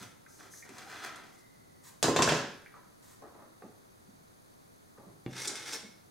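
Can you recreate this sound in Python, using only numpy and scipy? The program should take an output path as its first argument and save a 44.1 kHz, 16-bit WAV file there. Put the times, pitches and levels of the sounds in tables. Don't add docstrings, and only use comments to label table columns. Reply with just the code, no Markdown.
import sys
import numpy as np
from scipy import signal
from scipy.fft import rfft, irfft
from scipy.io import wavfile

SR = 44100
rng = np.random.default_rng(int(sys.argv[2]) if len(sys.argv) > 2 else 0)


def pcm_store(signal):
    levels = np.round(np.clip(np.atleast_2d(signal), -1, 1) * 32767)
    wavfile.write(sys.argv[1], SR, levels.astype(np.int16).T)


N = 269010
T = np.arange(N) / SR
LEFT_RIGHT = np.array([[1], [-1]])

# frequency in Hz, level in dB.
BACKGROUND_COLOUR = [(20, -9), (55, -10.5), (100, 1.5), (160, -0.5), (250, -3.5), (450, -8.5), (1000, -14),
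                     (2000, -18), (2900, -26), (3900, -18.5), (5400, -22.5), (8200, -23), (12500, -24),
                     (15700, -27)]
RUSH_COLOUR = [(18, -49), (30, -22), (168, -10.5), (213, -9.5), (263, -10), (332, -11.5), (532, -12),
               (1290, -17.5), (2990, -32.5), (3880, -31), (15500, -38.5)]
SPRUE_COLOUR = [(120, -14.5), (250, -9.5), (370, -4), (560, -11), (850, -8), (1100, -1), (1400, 4),
                (2000, -2), (2700, -6), (3500, -8.5), (4600, -6.5), (6200, -2.5), (9000, -8.5),
                (15500, -17.5)]
BRUSH_COLOUR = [(150, 10), (540, -32), (1000, -3), (1900, -6.5), (2600, -13.5), (3300, -12), (7500, -1),
                (15500, -10)]
RUB_COLOUR = [(70, 12.5), (150, -13.5), (320, 1), (520, -5), (700, -11.5), (1150, -4.5), (1600, -14),
              (2800, -32.5), (15500, -42)]
THUD_COLOUR = [(30, -20), (70, -5), (120, -5.5), (250, -0.5), (550, -1), (1000, -5.5), (1600, -6),
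               (3000, -42.5), (9000, -39)]
CLACK_COLOUR = [(100, -20), (600, -8), (1400, 0), (2200, -1), (3000, 1), (5000, 0), (7000, 0), (8200, -5),
                (9500, -12), (11000, -14), (16000, -25)]
TOOL_COLOUR = [(120, -25.5), (330, -4.5), (600, -11), (1000, -4.5), (1600, 2), (2700, -3.5), (3600, -2),
               (5600, 4), (7800, 0.5), (9200, -1), (10500, -4.5), (15500, -17)]

# centre in Hz, width in Hz, boost in dB.
BUZZ_PEAKS = [(4520, 81, 2.7), (6340, 610, 1.86), (9520, 850, 1.8), (11240, 200, 2.2)]
SPRUE_PEAKS = [(310, 17, 9.2), (770, 130, 5.8), (1053, 11, 8.2), (1310, 83, 1.2), (2030, 52, 6.3),
               (3400, 110, 3.8)]
TOOL_PEAKS = [(860, 50, 4), (1400, 80, 4), (2170, 130, 7), (3550, 200, 3), (5300, 150, 3), (5750, 280, 4.5),
              (8700, 450, 4)]

# start in seconds, length in seconds, level in dB.
SPRUE_NUDGES = [(-.05, 0.086, -49), (.37, 0.095, -58.5)]
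FINGER_SWISHES = [(.27, .13, -68), (.5, 0.1, -60)]
SKIN_BRUSHES = [(1.825, 0.065, -63.5), (3.005, 0.13, -71)]
# start in seconds, length in seconds, level in dB, rumble in dB compared with the middle range.
RUBS = [(2.723, 0.054, -60, -11), (3.205, 0.069, -61, 9), (3.325, .1, -62.5, 5), (4.94, 0.059, -67, -4),
        (5.017, 0.059, -69, 17)]

# time in seconds, level in dB, treble in dB compared with the middle range.
SPRUE_DRAG = [(.66, -57.5, -29), (.74, -57.5, -2.5), (.795, -49.5, -9), (.87, -57, -4), (.925, -45, -11.5),
              (1.015, -47, -11.5), (1.06, -41.5, -6.5), (1.11, -52.5, -23), (1.22, -56.5, -13),
              (1.4, -78.5, 12)]
TOOL_SWING = [(5.31, -57, -5), (5.37, -48, -4.5), (5.43, -46, 5.5), (5.485, -41.5, -7), (5.545, -50, -5),
              (5.565, -44, -6), (5.63, -49.5, -3), (5.745, -44, 1.5), (5.8, -69, 0)]
# time in seconds, pitch in Hz, level in dB.
SPRUE_SINGING = [(.7, 2020, -64), (1.1, 2006, -65), (1.3, 2022, -63), (1.7, 2022, -70.5), (1.8, 2000, -70),
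                 (1.95, 1940, -81)]

# start in seconds, level in dB, centre pitch in Hz, width in octaves.
PLASTIC_TICKS = [(.263, -57, 1630, 0.66), (.408, -52.5, 1210, 1.4), (.537, -56, 1620, 0.61),
                 (.624, -51.5, 2030, 0.28), (.852, -53.5, 775, 0.11), (1.045, -50, 1350, 0.27),
                 (1.079, -48, 1314, 0.12), (2.661, -52.5, 1870, 0.56), (2.7404, -53, 1050, 0.71)]
DULL_KNOCKS = [(.01, -48, 151, 1.6), (.691, -49.5, 330, 1.04), (3.222, -50, 780, 1.17),
               (3.622, -48.5, 476, 2.53), (3.638, -46, 276, 2.1), (4.08, -56, 209, 1.08),
               (4.124, -59, 215, 1), (4.984, -53.5, 278, 3), (5.067, -50.5, 90, 1.6),
               (5.47, -45, 347, 0.86), (5.514, -46.5, 326, 1.3), (5.833, -49, 275, 0.96)]
# start in seconds, level in dB, lowest pitch in Hz.
EDGE_SNAPS = [(.692, -56.5, 1000), (.783, -55, 1000), (1.159, -53.5, 900), (5.475, -37.5, 4400),
              (5.479, -35.5, 4050), (5.556, -44.5, 1200)]

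# start in seconds, bench thud in dB, steel clack in dB,
# and the frequency in Hz above which the clack is dulled.
BOUNCES = [(2.028, -27, -23, 10070), (2.0425, -20.5, -34, 4970), (2.083, -19, -48, 2470),
           (2.111, -37, -53, 2500), (2.1628, -23, -23.5, 6540), (2.19, -17.5, -36, 9000),
           (2.222, -21.5, -21.5, 9000), (2.276, -19.5, -41, 3500), (2.289, -30.5, -23.5, 5570)]
# start in seconds, level in dB.
GRAB_PUSHES = [(5.2629, -36), (5.28, -41)]

# pitch in Hz, level in dB, seconds to fade by 60 dB.
BENCH_TONES = [(134, -2, .45), (158, -1, .5), (192, -4, .4), (263, -4, .4), (322, -2, .55), (377, -6, .55),
               (427, 0, .55), (492, -2, .5), (563, -4, .45), (703, -9, .35), (833, -8, .3), (926, -4, .4),
               (1038, -3, .5)]
STEEL_TONES = [(1276, -3, .3), (1421, 1, .35), (1475, -2, .25), (1550, -2, .25), (1675, -5, .3),
               (2700, -1, .2), (2957, -2, .25), (3160, -1, .2), (4045, -1, .2), (4520, -3, .2),
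               (4908, 0, .2), (5262, -2, .2), (6070, -4, .15), (6760, 0, .15), (7490, -5, .15)]
ROOM_BOOM_TONES = [(128.5, 11.5, 0.87), (221, -12, .14), (420, -8, 0.43), (770, 4.5, 0.3)]

# frequency in Hz, seconds to fade by 60 dB (called t60 below).
ROOM_FADE = [(100, .55), (500, .55), (1600, .62), (4500, .56), (8000, .45), (15000, .31)]
# frequency in Hz, level in dB of the part that is opposite
ROOM_WIDTH = [(100, -13), (250, -13), (500, -9), (1000, -7.5), (4000, -6.5), (8000, -3), (14000, -2)]


def gain(db):
    return 10 ** (np.asarray(db) / 20)


def unit_power(x):
    return x / np.sqrt(np.mean(x ** 2))


def unit_hit(x):
    return x * np.sqrt(SR / 100 / np.sum(x ** 2))


def value_at(points, hz):
    row_hz, values = np.transpose(points)
    return np.interp(np.log(hz + 1e-3), np.log(row_hz), values)


def frequencies(x):
    return np.fft.rfftfreq(len(x), 1 / SR)


def peak_gain(peaks, hz):
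    return gain(sum(db * np.exp(-((hz - centre) / width) ** 2) for centre, width, db in peaks))


def colour(x, points, peaks=()):
    hz = frequencies(x)
    return irfft(rfft(x) * gain(value_at(points, hz)) * peak_gain(peaks, hz), len(x))


def band(x, hz, kind="bandpass", order=2):
    edges_hz = np.sort(np.clip(np.atleast_1d(hz), 10, SR / 2 - 100)).squeeze()
    return signal.sosfilt(signal.butter(order, edges_hz, kind, fs=SR, output="sos"), x)


def burst(t60):
    noise = rng.standard_normal(SR) * np.exp(-np.log(1000) * T[:SR] / t60)
    return noise / np.sqrt(np.sum(noise ** 2))


def echoes(early_db=-3, early_t60=0.072, build_s=0.0009):
    noise = rng.standard_normal(SR)
    spectrum, centres_hz = rfft(noise), np.geomspace(100, 16000, 8)
    tail = 0
    for hz, share in zip(centres_hz, np.eye(len(centres_hz))):
        noise_band = irfft(spectrum * value_at(np.c_[centres_hz, share], frequencies(noise)), SR)
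        tail = tail + noise_band * np.exp(-np.log(1000) * T[:SR] / value_at(ROOM_FADE, hz))
    tail = tail * (1 - np.exp(-T[:SR] / build_s))
    return tail / np.sqrt(np.sum(tail ** 2)) + gain(early_db) * burst(early_t60)


def room(x, echo_db, pan_db):
    response = echoes() + LEFT_RIGHT * colour(echoes(), ROOM_WIDTH)
    reflected = signal.fftconvolve(x[None], response, axes=1)[:, :N]
    return (x + gain(echo_db) * reflected) * gain(LEFT_RIGHT * pan_db / 2)


def background(hiss_db=-63, rush_db=-60, buzz_db=-74, mains_hz=50, buzz_fade_s=0.0035):
    rumble_and_hiss = unit_power(colour(rng.standard_normal(N), BACKGROUND_COLOUR))
    rush = unit_power(colour(rng.standard_normal(N), RUSH_COLOUR))
    swell = .7 + np.exp(-(T % (1 / mains_hz)) / buzz_fade_s)
    pulsing = rng.standard_normal(N) * swell
    peaks_only = peak_gain(BUZZ_PEAKS, frequencies(T)) - 1
    buzz = unit_power(irfft(rfft(pulsing) * peaks_only, N))
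    return gain(hiss_db) * rumble_and_hiss + gain(buzz_db) * buzz + gain(rush_db) * LEFT_RIGHT * rush


def strokes(rows, rise_s=0.024, fade_s=0.021):
    loudness = np.zeros(N)
    for start, length, db in rows:
        rise = np.clip((T - start) / rise_s, 0, 1)
        fade = np.exp(-np.maximum(T - start - length, 0) / fade_s)
        loudness += gain(db) * rise * fade
    return loudness


def drag(rows, edge_s=0.031):
    times, db, treble_db = np.transpose(rows)
    touching = np.interp(T, [times[0] - edge_s, times[0], times[-1], times[-1] + edge_s], [0, 1, 1, 0])
    return touching * gain(np.interp(T, times, db)), np.interp(T, times, treble_db)


def friction(tone, rumble_db, treble_db, slips_per_s, spread_db, judder_db, peaks=(), judder_hz=90):
    sizes = gain(spread_db * np.minimum(rng.exponential(size=N), 3))
    slips = (rng.random(N) < slips_per_s / SR) * rng.choice([-1, 1], N) * sizes
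    catching = np.tanh(np.interp(T * judder_hz, np.arange(N), rng.standard_normal(N)))
    body = colour(slips * gain(judder_db * catching), tone, peaks)
    rumble = unit_power(band(body, [90, 700], order=4))
    middle = unit_power(band(body, [700, 4000], order=4))
    treble = unit_power(band(body, 4000, "highpass", order=4))
    return middle + gain(rumble_db) * rumble + gain(treble_db) * treble


def sprue_singing(waver_hz=80):
    times, hz, db = np.transpose(SPRUE_SINGING)
    waver = band(rng.standard_normal(N) + 1j * rng.standard_normal(N), waver_hz, "lowpass")
    phase = 2 * np.pi * np.cumsum(np.interp(T, times, hz)) / SR
    rasp = unit_power(np.real(waver * np.exp(1j * phase)))
    return rasp * np.interp(T, times, gain(db), left=0, right=0)


def sprue(nudge_treble_db=-4, swish_hz=(5700, 6900)):
    speed, treble_db = drag(SPRUE_DRAG)
    speed = speed + strokes(SPRUE_NUDGES)
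    treble_db = np.where(T < SPRUE_DRAG[0][0], nudge_treble_db, treble_db)
    slowness_db = -20 * np.log10(np.maximum(speed / speed.max(), .1))
    scrape = speed * friction(SPRUE_COLOUR, rumble_db=-10.5 + 0.59 * slowness_db, treble_db=treble_db,
                              slips_per_s=1519, spread_db=2, judder_db=3, peaks=SPRUE_PEAKS)
    singing = sprue_singing()
    narrow_hiss = unit_power(band(rng.standard_normal(N), swish_hz))
    broad_hiss = unit_power(band(rng.standard_normal(N), [4500, 12000]))
    swish = strokes(FINGER_SWISHES) * (narrow_hiss + gain(1) * broad_hiss)
    return room(gain(-3.5) * scrape + swish + gain(-8.5) * singing, echo_db=-2.5, pan_db=0)


def rattle(x, t60):
    return signal.fftconvolve(x, burst(t60))[:len(x)]


def knock(edges_hz, scuff_t60=0.022):
    tap = unit_hit(band(signal.unit_impulse(SR // 10), edges_hz, order=3))
    scuff = unit_hit(rattle(tap, scuff_t60))
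    return unit_hit(tap + scuff)


def add(track, start, sound):
    i = max(int(start * SR), 0)
    track[i:i + len(sound)] += sound[:N - i]


def taps(snap_top_hz=9440):
    track = np.zeros(N)
    for start, db, hz, octaves in PLASTIC_TICKS + DULL_KNOCKS:
        edges_hz = hz * 2 ** (octaves * np.array([-.5, .5]))
        add(track, start, gain(db) * knock(edges_hz))
    for start, db, low_hz in EDGE_SNAPS:
        add(track, start, gain(db) * knock([low_hz, snap_top_hz]))
    return room(gain(-1) * track, echo_db=-0.5, pan_db=0.5)


def hands():
    brush = friction(BRUSH_COLOUR, rumble_db=1, treble_db=4,
                     slips_per_s=12200, spread_db=2.5, judder_db=3.5)
    brush = band(brush * strokes(SKIN_BRUSHES), 220, "highpass")
    starts, lengths, db, rumble_db = np.transpose(RUBS)
    rub = friction(RUB_COLOUR, rumble_db=np.interp(T, starts, rumble_db), treble_db=-25,
                   slips_per_s=1160, spread_db=0, judder_db=8)
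    rub = band(rub * strokes(zip(starts, lengths, db)), 167, "highpass")
    return room(gain(-1) * brush + gain(-2) * rub, echo_db=-0.5, pan_db=0.1)


def sharp_pulse(tone, size=4096):
    log_spectrum = np.log(gain(value_at(tone, np.fft.rfftfreq(size, 1 / SR))))
    cepstrum = irfft(log_spectrum)
    cepstrum[1:size // 2] *= 2
    cepstrum[size // 2 + 1:] = 0
    pulse = irfft(np.exp(rfft(cepstrum)))
    return unit_hit(np.pad(pulse, (0, SR - size)))


def ring(tones, scatter_db):
    hz, db, t60 = np.transpose(tones)[:, :, None]
    t = T[:SR * 2 // 3]
    strengths = gain(db + scatter_db * rng.standard_normal(db.shape))
    fades = np.exp(-np.log(1000) * t / t60)
    ringing = np.sum(strengths * np.cos(2 * np.pi * hz * t) * fades, axis=0)
    return unit_hit(band(np.pad(ringing, (0, SR - len(t))), [hz.min() / 2, hz.max() * 1.2]))


def rocking(count=5, start=2.321, gap_s=0.023, fall_db=4, thud_db=-24.5, clack_db=-29, bright_hz=4600):
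    return [(start + k * gap_s, thud_db - k * fall_db, clack_db - k * fall_db, bright_hz)
            for k in range(count)]


def nippers(contact_t60=0.0075, chatter_t60=0.034, second_jaw_s=0.0053, clank_s=2.189):
    hits, boom = np.zeros(N), np.zeros(N)
    thud, clack = sharp_pulse(THUD_COLOUR), sharp_pulse(CLACK_COLOUR)
    for start, thud_db, clack_db, bright_hz in BOUNCES + rocking():
        ringing = gain(-14) * ring(STEEL_TONES, scatter_db=4)
        first_jaw = unit_hit(rattle(clack, contact_t60))
        chatter = rattle(clack, chatter_t60)
        second_jaw = gain(-2) * unit_hit(rattle(clack, contact_t60))
        steel = first_jaw + ringing + chatter
        add(steel, second_jaw_s, second_jaw[:SR // 2])
        add(hits, start, gain(clack_db) * band(steel, bright_hz, "lowpass", order=1))
        add(hits, start, gain(thud_db) * unit_hit(rattle(thud, t60=0.018)))
        add(boom, start, gain(thud_db - 5) * ring(BENCH_TONES, scatter_db=3.5))
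    crack = unit_hit(band(clack, 1670, "highpass"))
    add(hits, BOUNCES[0][0], gain(-20) * crack)
    hits *= gain(-9)
    add(hits, clank_s, gain(-26.5) * knock(edges_hz=(850, 1102)))
    return band(room(hits, echo_db=2.5, pan_db=-0.65) + boom, 95, "highpass")


def tool_grab(slap_db=-49, slap_hz=(400, 2970)):
    hits, boom = np.zeros(N), np.zeros(N)
    push = unit_hit(band(signal.unit_impulse(SR), [110, 330]))
    for start, db in GRAB_PUSHES:
        add(hits, start, gain(db) * push)
    first_s, first_db = GRAB_PUSHES[0]
    add(hits, first_s, gain(slap_db) * knock(slap_hz))
    add(boom, first_s, gain(first_db - 2) * ring(ROOM_BOOM_TONES, scatter_db=0))
    return room(hits, echo_db=-4.5, pan_db=-0.5) + boom


def tool_slide():
    speed, treble_db = drag(TOOL_SWING)
    scrape = speed * friction(TOOL_COLOUR, rumble_db=-7.5, treble_db=treble_db,
                              slips_per_s=1780, spread_db=2, judder_db=4.5, peaks=TOOL_PEAKS)
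    return room(gain(-3) * scrape, echo_db=-3.5, pan_db=-0.2)


def scene():
    blows = nippers() + taps() + tool_grab()
    scrapes = sprue() + hands() + tool_slide()
    return blows + scrapes + background()


def record(dry):
    return signal.sosfilt(signal.ellip(10, .2, 70, 15800, fs=SR, output="sos"), dry)


dry = scene()
out = record(dry)
pcm_store(out)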